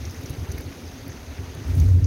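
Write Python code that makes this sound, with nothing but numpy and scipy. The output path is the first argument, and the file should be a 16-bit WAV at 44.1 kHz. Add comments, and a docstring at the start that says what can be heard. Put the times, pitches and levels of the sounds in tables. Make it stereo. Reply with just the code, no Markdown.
"""Under a roof edge in steady rain: noise makes a far hiss, noise puffs a patter of fine drops, filtered
noise clicks and short decaying tones the single near drips, each with a wall echo.
Thunder rolls in short low tones over rumbling noise, then swells into a loud boom: a wavering low note
that rings the sheltered space, with a deeper one below. One more low tone is a bump at the right microphone.
Two microphones a hand apart; the recorder's gain control turns the rain down under the boom."""
import sys
import numpy as np
from scipy import signal
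from scipy.fft import rfft, irfft, next_fast_len
from scipy.io import wavfile
from scipy.ndimage import uniform_filter1d, map_coordinates

SR = 44100
rng = np.random.default_rng(int(sys.argv[2]) if len(sys.argv) > 2 else 0)


def rack_gain(trim_db):
    """Turn a fader trim in dB into the linear factor to multiply a signal by."""
    fader = np.asarray(trim_db, float)
    return 10 ** (fader / 20)


def unload_wav(signal):
    """Save mono or channel-first audio to the path in sys.argv[1] as 16-bit WAV at rate SR, clipped to [-1, 1]."""
    wavfile.write(
        sys.argv[1],
        SR,
        np.round(np.clip(np.atleast_2d(signal).T, -1, 1) * 32767).astype(np.int16),
    )


N = 90978

# rain body level: (time [s], level [dB])
RAIN_LEVEL = [(0.0, -44), (1.34, -45), (1.66, -44), (1.97, -45.5), (2.06, -43.5)]
# rain treble level: (time [s], level [dB])
FIZZ_LEVEL = [(0.0, -54), (0.22, -53), (1.2, -56.5), (1.73, -57), (1.9, -69), (2.06, -61)]
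# rain body spectrum: (frequency [Hz], gain [dB])
HISS_COLOUR = [(440, -21), (750, -4), (935, -1), (1090, -5.5), (1180, -3), (2340, -6), (2920, -8),
               (3750, -8), (4250, -10.5), (6350, -7), (7400, -23.5), (9620, -34), (16300, -120)]
# rain treble spectrum: (frequency [Hz], gain [dB])
FIZZ_COLOUR = [(5000, -55), (7400, -7), (9800, 5), (12200, 5.5), (14400, 2.5), (16500, 0.5)]
# rain stereo, before the lag between microphones: (frequency [Hz], left-right likeness [0-1])
RAIN_ALIKE = [(800, 0.12), (1300, 0.11), (5000, 0.31), (15000, 0.21)]
# thunder thumps, and near 1.09 s a bump at the right microphone:
# (crest time [s], tone level [dB], pitch [Hz], length [s])
THUMPS = [(.005, -25.5, 81, 0.052), (0.04, -27, 78.3, 0.047), (0.08, -26, 84.7, 0.1),
          (0.189, -27.5, 86.4, 0.059), (0.244, -29.5, 93.8, 0.022), (0.304, -26, 68.2, 0.047),
          (0.307, -30.5, 128.3, 0.05), (0.344, -33, 80.3, 0.035), (0.389, -22, 94.8, 0.0218),
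          (0.424, -24.5, 83.14, 0.074), (0.502, -19.5, 82.45, 0.038), (0.551, -24.5, 75.94, 0.045),
          (0.596, -25.5, 69.9, 0.026), (0.671, -26.5, 92, 0.049), (0.858, -32.5, 82, 0.12),
          (0.939, -32.5, 86.2, 0.026), (1.028, -40, 105.6, 0.19), (1.096, -27.5, 90.5, 0.039),
          (1.291, -32, 82.3, 0.083), (1.404, -23, 85, 0.055), (1.44, -28.5, 86.2, 0.057),
          (1.49, -31, 85, 0.076), (1.558, -37, 98.9, 0.052), (1.586, -29.5, 90.4, 0.064),
          (1.62, -29.5, 101.8, 0.031), (1.769, -16, 137.6, 0.021)]
# left-right balance of the thumps and the bump: (time [s], left minus right [dB])
THUMP_BALANCE = [(0, 1), (.72, 5.5), (.96, -4), (1.09, -24), (1.3, 5), (1.5, -5.5)]
# far rumble and roar between thumps: (frequency [Hz], gain [dB])
MURMUR_COLOUR = [(15, -47), (25, -12.5), (62, 3), (91, 1), (204, -42), (291, -13), (556, -16), (781, -20.5),
                 (1000, -33.5), (1300, -57), (2200, -120)]
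# grainy upper rumble, before its surges: (time [s], level [dB])
GROWL_LEVEL = [(0.0, -45), (0.49, -40), (1.03, -47.5), (1.06, -40.5), (1.23, -49.5), (1.51, -41.5),
               (1.78, -38), (2.06, -33)]
# grainy upper rumble spectrum: (frequency [Hz], gain [dB])
GROWL_COLOUR = [(88, -7), (150, 3), (204, -6.5), (264, -6), (356, -4.5), (446, -6.5), (514, -12.5),
                (700, -22), (910, -56), (1540, -120)]
# murmur and growl stereo: (frequency [Hz], left-right likeness [0-1])
BASS_ALIKE = [(50, 0.17), (90, 0.25), (160, 0.093), (300, 0.78), (550, 0.71), (900, 0.91)]
# rolling noise above the boom: (time [s], lower band level [dB], upper band level [dB])
STRAND_LEVELS = [(1.64, -50, -46), (1.68, -34, -36), (1.745, -35, -38), (1.77, -26, -33), (1.83, -29, -35),
                 (1.91, -31, -35), (1.945, -28, -34), (2.06, -30, -37)]
# lower band of the rolling noise: (frequency [Hz], gain [dB])
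LOWER_STRAND_COLOUR = [(95, -40), (115, 11), (190, 1.5), (230, -66)]
# upper band of the rolling noise: (frequency [Hz], gain [dB])
UPPER_STRAND_COLOUR = [(190, -25), (225, 3.5), (275, 6), (360, -35.5)]
# rolling noise stereo: (frequency [Hz], left-right likeness [0-1])
STRAND_ALIKE = [(200, .85)]
# drips coloured by the microphone's resonance near 6 kHz:
# (time [s], burst peak before the treble cut [dB], resonance [Hz])
COLOURED_DRIPS = [(0.0522, -24, 5760), (0.0966, -32, 5840), (0.1087, -28, 6060), (0.1451, -29.5, 6170),
                  (0.2359, -33, 6340), (0.258, -25.5, 5900), (0.2957, -29, 6200), (0.5162, -25, 6360),
                  (0.5825, -29.5, 5840), (1.1004, -33, 6260), (1.7995, -22.5, 6360), (1.8298, -40, 5900),
                  (1.887, -32, 6400), (2.0428, -22, 6240)]
# bright drips: (time [s], burst peak before the bass cut [dB], band centre [Hz])
TICKS = [(0.061, -32.5, 10600), (0.1101, -29.5, 12800), (0.2125, -33.5, 13000), (0.2345, -32, 12500),
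         (0.264, -33, 12100), (0.2968, -25.5, 11500), (0.305, -26, 12300), (0.5208, -26, 9500),
         (0.5823, -23.5, 14500), (0.607, -32, 12100), (0.61, -29.5, 10100), (0.8769, -40, 11900),
         (1.0805, -24.5, 13000), (1.549, -32, 10500), (1.7434, -40, 11000), (1.7522, -29, 10000),
         (1.7772, -31.5, 12000), (1.7995, -24, 12900), (1.842, -38, 9300)]
# fat drips: (time [s], peak [dB], pitch [Hz])
PLOPS = [(.58, -29.5, 2050), (1.1202, -36.5, 1820)]
# boom note: (time [s], level [dB], pitch before its waver [Hz])
BOOM = [(1.64, -45, 70.57), (1.665, -32.5, 69.4), (1.7, -16.5, 76.2), (1.725, -29.5, 99.8),
        (1.745, -18.5, 83), (1.762, -25, 88.2), (1.778, -18, 101.4), (1.803, -11, 79), (1.826, -17, 83),
        (1.858, -14, 97.7), (1.874, -16, 100.6), (1.892, -12.5, 97.1), (1.948, -8, 90.3),
        (1.99, -9.5, 89.4), (2.01, -32, 90.3), (2.03, -8.5, 98.1), (2.06, -12.5, 91.2)]
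# deeper part of the boom, before its waver: (time [s], level [dB])
UNDER_LEVEL = [(1.64, -49), (1.69, -22.5), (1.74, -37), (1.8, -22), (1.86, -21.5), (1.922, -28),
               (2.06, -20)]

LAG_S = 0.000455  # rain and drips reach the left microphone first
PATTER_DB, SPRAY_DB = -6.5, -17  # grains re their hiss
THUMP_EDGE_DB, THUMP_EDGE_RATIO = -12.5, 1.4  # weaker, higher tone on each thump
MURMUR_DB = -40.5
GROWL_SURGE_DB, SURGE_AT_DB = 3, -24.5  # full surge; thump size for half of it
ECHO_S, ECHO_DB = 0.0032, -14  # near wall
UNDER_HZ, UNDER_WAVER_HZ = 60, 5
BASS_CUT_HZ, TOP_HZ = 20.5, 15850  # microphone band limits
AGC_FROM_DB, AGC_CUT_DB_PER_DB, AGC_S = -18.5, 0.73, 0.15


def unit(x):
    """Scale to rms 1."""
    return x / np.sqrt(np.mean(x ** 2) + 1e-20)


def along(points, hz):
    """Interpolate (frequency [Hz], value) points on a log frequency axis."""
    point_hz, value = np.transpose(points)
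    return np.interp(np.log(hz + 1), np.log(point_hz + 1), value)


def curves(rows):
    """One value per sample for each column after the time."""
    time_s, *columns = np.transpose(rows)
    return [np.interp(np.arange(N) / SR, time_s, column) for column in columns]


def wobble(rate_hz):
    """Smooth random curve through rate_hz knots a second."""
    knots = rng.standard_normal(int(N * rate_hz / SR) + 4)
    return map_coordinates(knots, [np.arange(N) * rate_hz / SR])


def filtered(x, response):
    """Multiply the spectrum of x by response(hz)."""
    size = next_fast_len(N + SR // 2)
    hz = np.fft.rfftfreq(size, 1 / SR)
    return irfft(rfft(x, size) * response(hz), size)[..., :N]


def lagged(pair):
    """Arrival lag: left half of LAG_S early, right half late."""
    sign = np.array([[1], [-1]])
    return filtered(pair, lambda hz: np.exp(1j * np.pi * hz * LAG_S * sign))


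def spread(pair, colour, alike):
    """Colour two unrelated signals and mix them to a stereo likeness, rms 1."""
    def response(hz):
        angle = np.arccos(np.clip(along(alike, hz), -1, 1)) / 2
        return rack_gain(along(colour, hz)) * [np.cos(angle), np.sin(angle)]

    mid, side = filtered(pair, response)
    return unit(np.array([mid + side, mid - side]))


def patchy(depth_db):
    """Two noises sharing time-frequency patches of random gain."""
    z = signal.stft(rng.standard_normal((2, N)), nperseg=256)[2]
    field = rng.standard_normal(z.shape[1:])
    field = uniform_filter1d(field, size=5, axis=0)  # across frequency
    field = uniform_filter1d(field, size=6, axis=1)  # across time
    return signal.istft(z * rack_gain(depth_db * unit(field)), nperseg=256)[1][:, :N]


def impacts(count, uneven_db, most_db, decay_s):
    """Two noise trains with shared random impacts; their power jumps, then decays exponentially."""
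    place, chance = rng.random((count, 2)).T
    size = rack_gain(np.minimum(-uneven_db * np.log(chance + 1e-4), most_db))
    train = np.bincount((place * N).astype(int), size ** 2, N)
    decay = np.exp(-np.arange(2000) / (decay_s * SR))
    power = abs(signal.fftconvolve(train, decay)[:N])
    return np.sqrt(power) * rng.standard_normal((2, N))


def rain():
    """Many far drops merge into noise; grains of nearer drops lie on body and treble."""
    (body_db,), (fizz_db,) = curves(RAIN_LEVEL), curves(FIZZ_LEVEL)
    hiss = spread(patchy(depth_db=2.5), HISS_COLOUR, RAIN_ALIKE)
    drops = impacts(count=400, uneven_db=1, most_db=8, decay_s=0.0025)
    body = hiss + rack_gain(PATTER_DB) * spread(drops, HISS_COLOUR, RAIN_ALIKE)
    fizz = spread(rng.standard_normal((2, N)), FIZZ_COLOUR, RAIN_ALIKE)
    fine_drops = impacts(count=300, uneven_db=10, most_db=-6, decay_s=0.0017)
    top = fizz + rack_gain(SPRAY_DB) * spread(fine_drops, FIZZ_COLOUR, RAIN_ALIKE)
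    flutter_db = 0.086 * wobble(20.1)
    return lagged(rack_gain(flutter_db) * (rack_gain(body_db) * body + rack_gain(fizz_db) * top))


def thunder_and_bump():
    """Thumps and boom over three layers of rumbling noise; the bump near 1.09 s is almost all right."""
    thump = thumps()
    low = thump + boom()
    # a delayed copy of drifting sign and size sets the channels apart
    side = rack_gain(-14) * np.roll(low, 150) * np.sin(1.6 * wobble(11))
    balance_db, = curves(THUMP_BALANCE)
    side = side + np.tanh(balance_db * np.log(10) / 40) * thump
    return np.array([low + side, low - side]) + murmur() + growl(thump) + strands()


def thumps():
    """Each thump or bump is a short low tone and a weaker, higher one under a raised-cosine swell."""
    out, t = np.zeros(N), np.arange(N) / SR
    for crest_s, level_db, pitch_hz, length_s in THUMPS:
        phase = 2 * np.pi * rng.random(2)
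        swell = np.cos(np.pi / 2 * np.clip(2 * (t - crest_s) / length_s, -1, 1)) ** 2
        tone = np.sin(2 * np.pi * pitch_hz * t + phase[0])
        edge = rack_gain(THUMP_EDGE_DB) * np.sin(2 * np.pi * THUMP_EDGE_RATIO * pitch_hz * t + phase[1])
        out += rack_gain(level_db) * swell * (tone + edge)
    return out


def murmur():
    """Far rumble and roar: steady coloured noise."""
    return rack_gain(MURMUR_DB) * spread(rng.standard_normal((2, N)), MURMUR_COLOUR, BASS_ALIKE)


def growl(thump):
    """Grainy rumble of decaying noise puffs that surges with the thumps."""
    size = abs(uniform_filter1d(abs(thump), size=900))
    surge_db = GROWL_SURGE_DB * size / (size + rack_gain(SURGE_AT_DB))
    grains = impacts(count=500, uneven_db=0, most_db=6, decay_s=0.032)
    return rack_gain(curves(GROWL_LEVEL)[0] + surge_db) * spread(grains, GROWL_COLOUR, BASS_ALIKE)


def strands():
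    """Rolling noise in two bands, faint until it swells with the boom."""
    lower_db, upper_db = curves(STRAND_LEVELS)
    lower = spread(rng.standard_normal((2, N)), LOWER_STRAND_COLOUR, STRAND_ALIKE)
    upper = spread(rng.standard_normal((2, N)), UPPER_STRAND_COLOUR, STRAND_ALIKE)
    return rack_gain(lower_db) * lower + rack_gain(upper_db) * upper


def drips(rows, rise_s, width, splash_db, splash_t60_s):
    """Each drip: a noise click, its wall echo and a fading splash through a band-pass."""
    out, t = np.zeros((2, N + SR)), np.arange(SR // 20) / SR
    hz = np.fft.rfftfreq(len(t), 1 / SR)

    def click(after_s):
        u = np.maximum(after_s, 0) / rise_s
        return u * np.exp(1 - u)

    splash = rack_gain(splash_db - 60 * t / splash_t60_s)
    shape = click(t) + rack_gain(ECHO_DB) * click(t - ECHO_S) + splash
    for time_s, peak_db, centre_hz in rows:
        shared, *own = rng.standard_normal((3, len(t)))
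        noise = shared + 1.46 * np.array(own)
        damping = 1j * hz * width * centre_hz  # width: bandwidth / centre, per stage
        stage = damping / (centre_hz ** 2 - hz ** 2 + damping)
        burst = irfft(rfft(noise * shape) * stage ** 2, len(t))
        start = round(time_s * SR)
        out[:, start:start + len(t)] += burst / abs(burst).max() * rack_gain(peak_db)
    return lagged(out[:, :N])


def coloured_drips():
    """Drips coloured by the microphone's resonance near 6 kHz: narrow band, long splash, treble cut."""
    narrow = drips(COLOURED_DRIPS, rise_s=0.00061, width=0.32, splash_db=-6, splash_t60_s=0.078)
    return filtered(narrow, lambda hz: 1 / (1 + (hz / 6900) ** 24))


def ticks():
    """Bright drips: wide band, short splash, bass cut."""
    bright = drips(TICKS, rise_s=0.0004, width=0.7, splash_db=-14, splash_t60_s=0.035)
    return filtered(bright, lambda hz: 1 / (1 + (7600 / (hz + 1)) ** 8))


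def plops():
    """A fat drip knocks: a fast-decaying sine and its wall echo."""
    out, t = np.zeros(N + SR), np.arange(SR // 50) / SR

    def knock(after_s, pitch_hz):
        attack = 1 - np.exp(-abs(after_s) / 0.00014)
        decay = rack_gain(-60 * abs(after_s) / 0.0083)  # T60 8.3 ms
        return (after_s > 0) * np.sin(2 * np.pi * pitch_hz * after_s) * decay * attack

    for time_s, peak_db, pitch_hz in PLOPS:
        burst = knock(t, pitch_hz) + rack_gain(ECHO_DB + 7) * knock(t - ECHO_S, pitch_hz)
        start = round(time_s * SR)
        out[start:start + len(t)] += burst / abs(burst).max() * rack_gain(peak_db)
    return lagged(np.array([out[:N], out[:N]]))


def boom():
    """The sheltered space rings on a wavering low note with a deeper one below."""
    level_db, pitch_hz = curves(BOOM)
    under_db, = curves(UNDER_LEVEL)
    onset = np.clip((np.arange(N) / SR - BOOM[0][0]) / 0.0072, 0, 1)  # 7.2 ms
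    note_cycles = np.cumsum(pitch_hz + 4 * wobble(24.91)) / SR + rng.random()
    note = rack_gain(level_db) * np.sin(2 * np.pi * note_cycles)
    deep_cycles = np.cumsum(UNDER_HZ + UNDER_WAVER_HZ * wobble(30)) / SR
    deep = rack_gain(under_db + 2 * wobble(18)) * np.sin(2 * np.pi * deep_cycles)
    return np.sqrt(2) * onset * (note + deep)  # root 2: levels are rms


def scene():
    """Rain, thunder, the bump and near drips."""
    return rain() + thunder_and_bump() + coloured_drips() + ticks() + plops()


def band_limit(x):
    """A steep low-pass at the top of the band."""
    return signal.sosfilt(signal.butter(12, 16490, fs=SR, output="sos"), x)


def record(dry):
    """Microphone band limits, then gain control that follows the recent loudness."""
    def microphone(hz):
        bass_cut = (1j * hz / (BASS_CUT_HZ + 1j * hz)) ** 2
        return np.where(hz < TOP_HZ, 1, rack_gain(-21)) * bass_cut

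    heard = filtered(dry, microphone)
    memory = np.exp(-np.arange(SR) / (AGC_S * SR))
    power = abs(signal.fftconvolve(np.mean(heard ** 2, axis=0), memory / memory.sum())[:N])
    over_db = np.maximum(10 * np.log10(power + 1e-12) - AGC_FROM_DB, 0)
    mix = heard * rack_gain(-AGC_CUT_DB_PER_DB * over_db)
    return band_limit(mix)


dry = scene()
out = record(dry)
unload_wav(out)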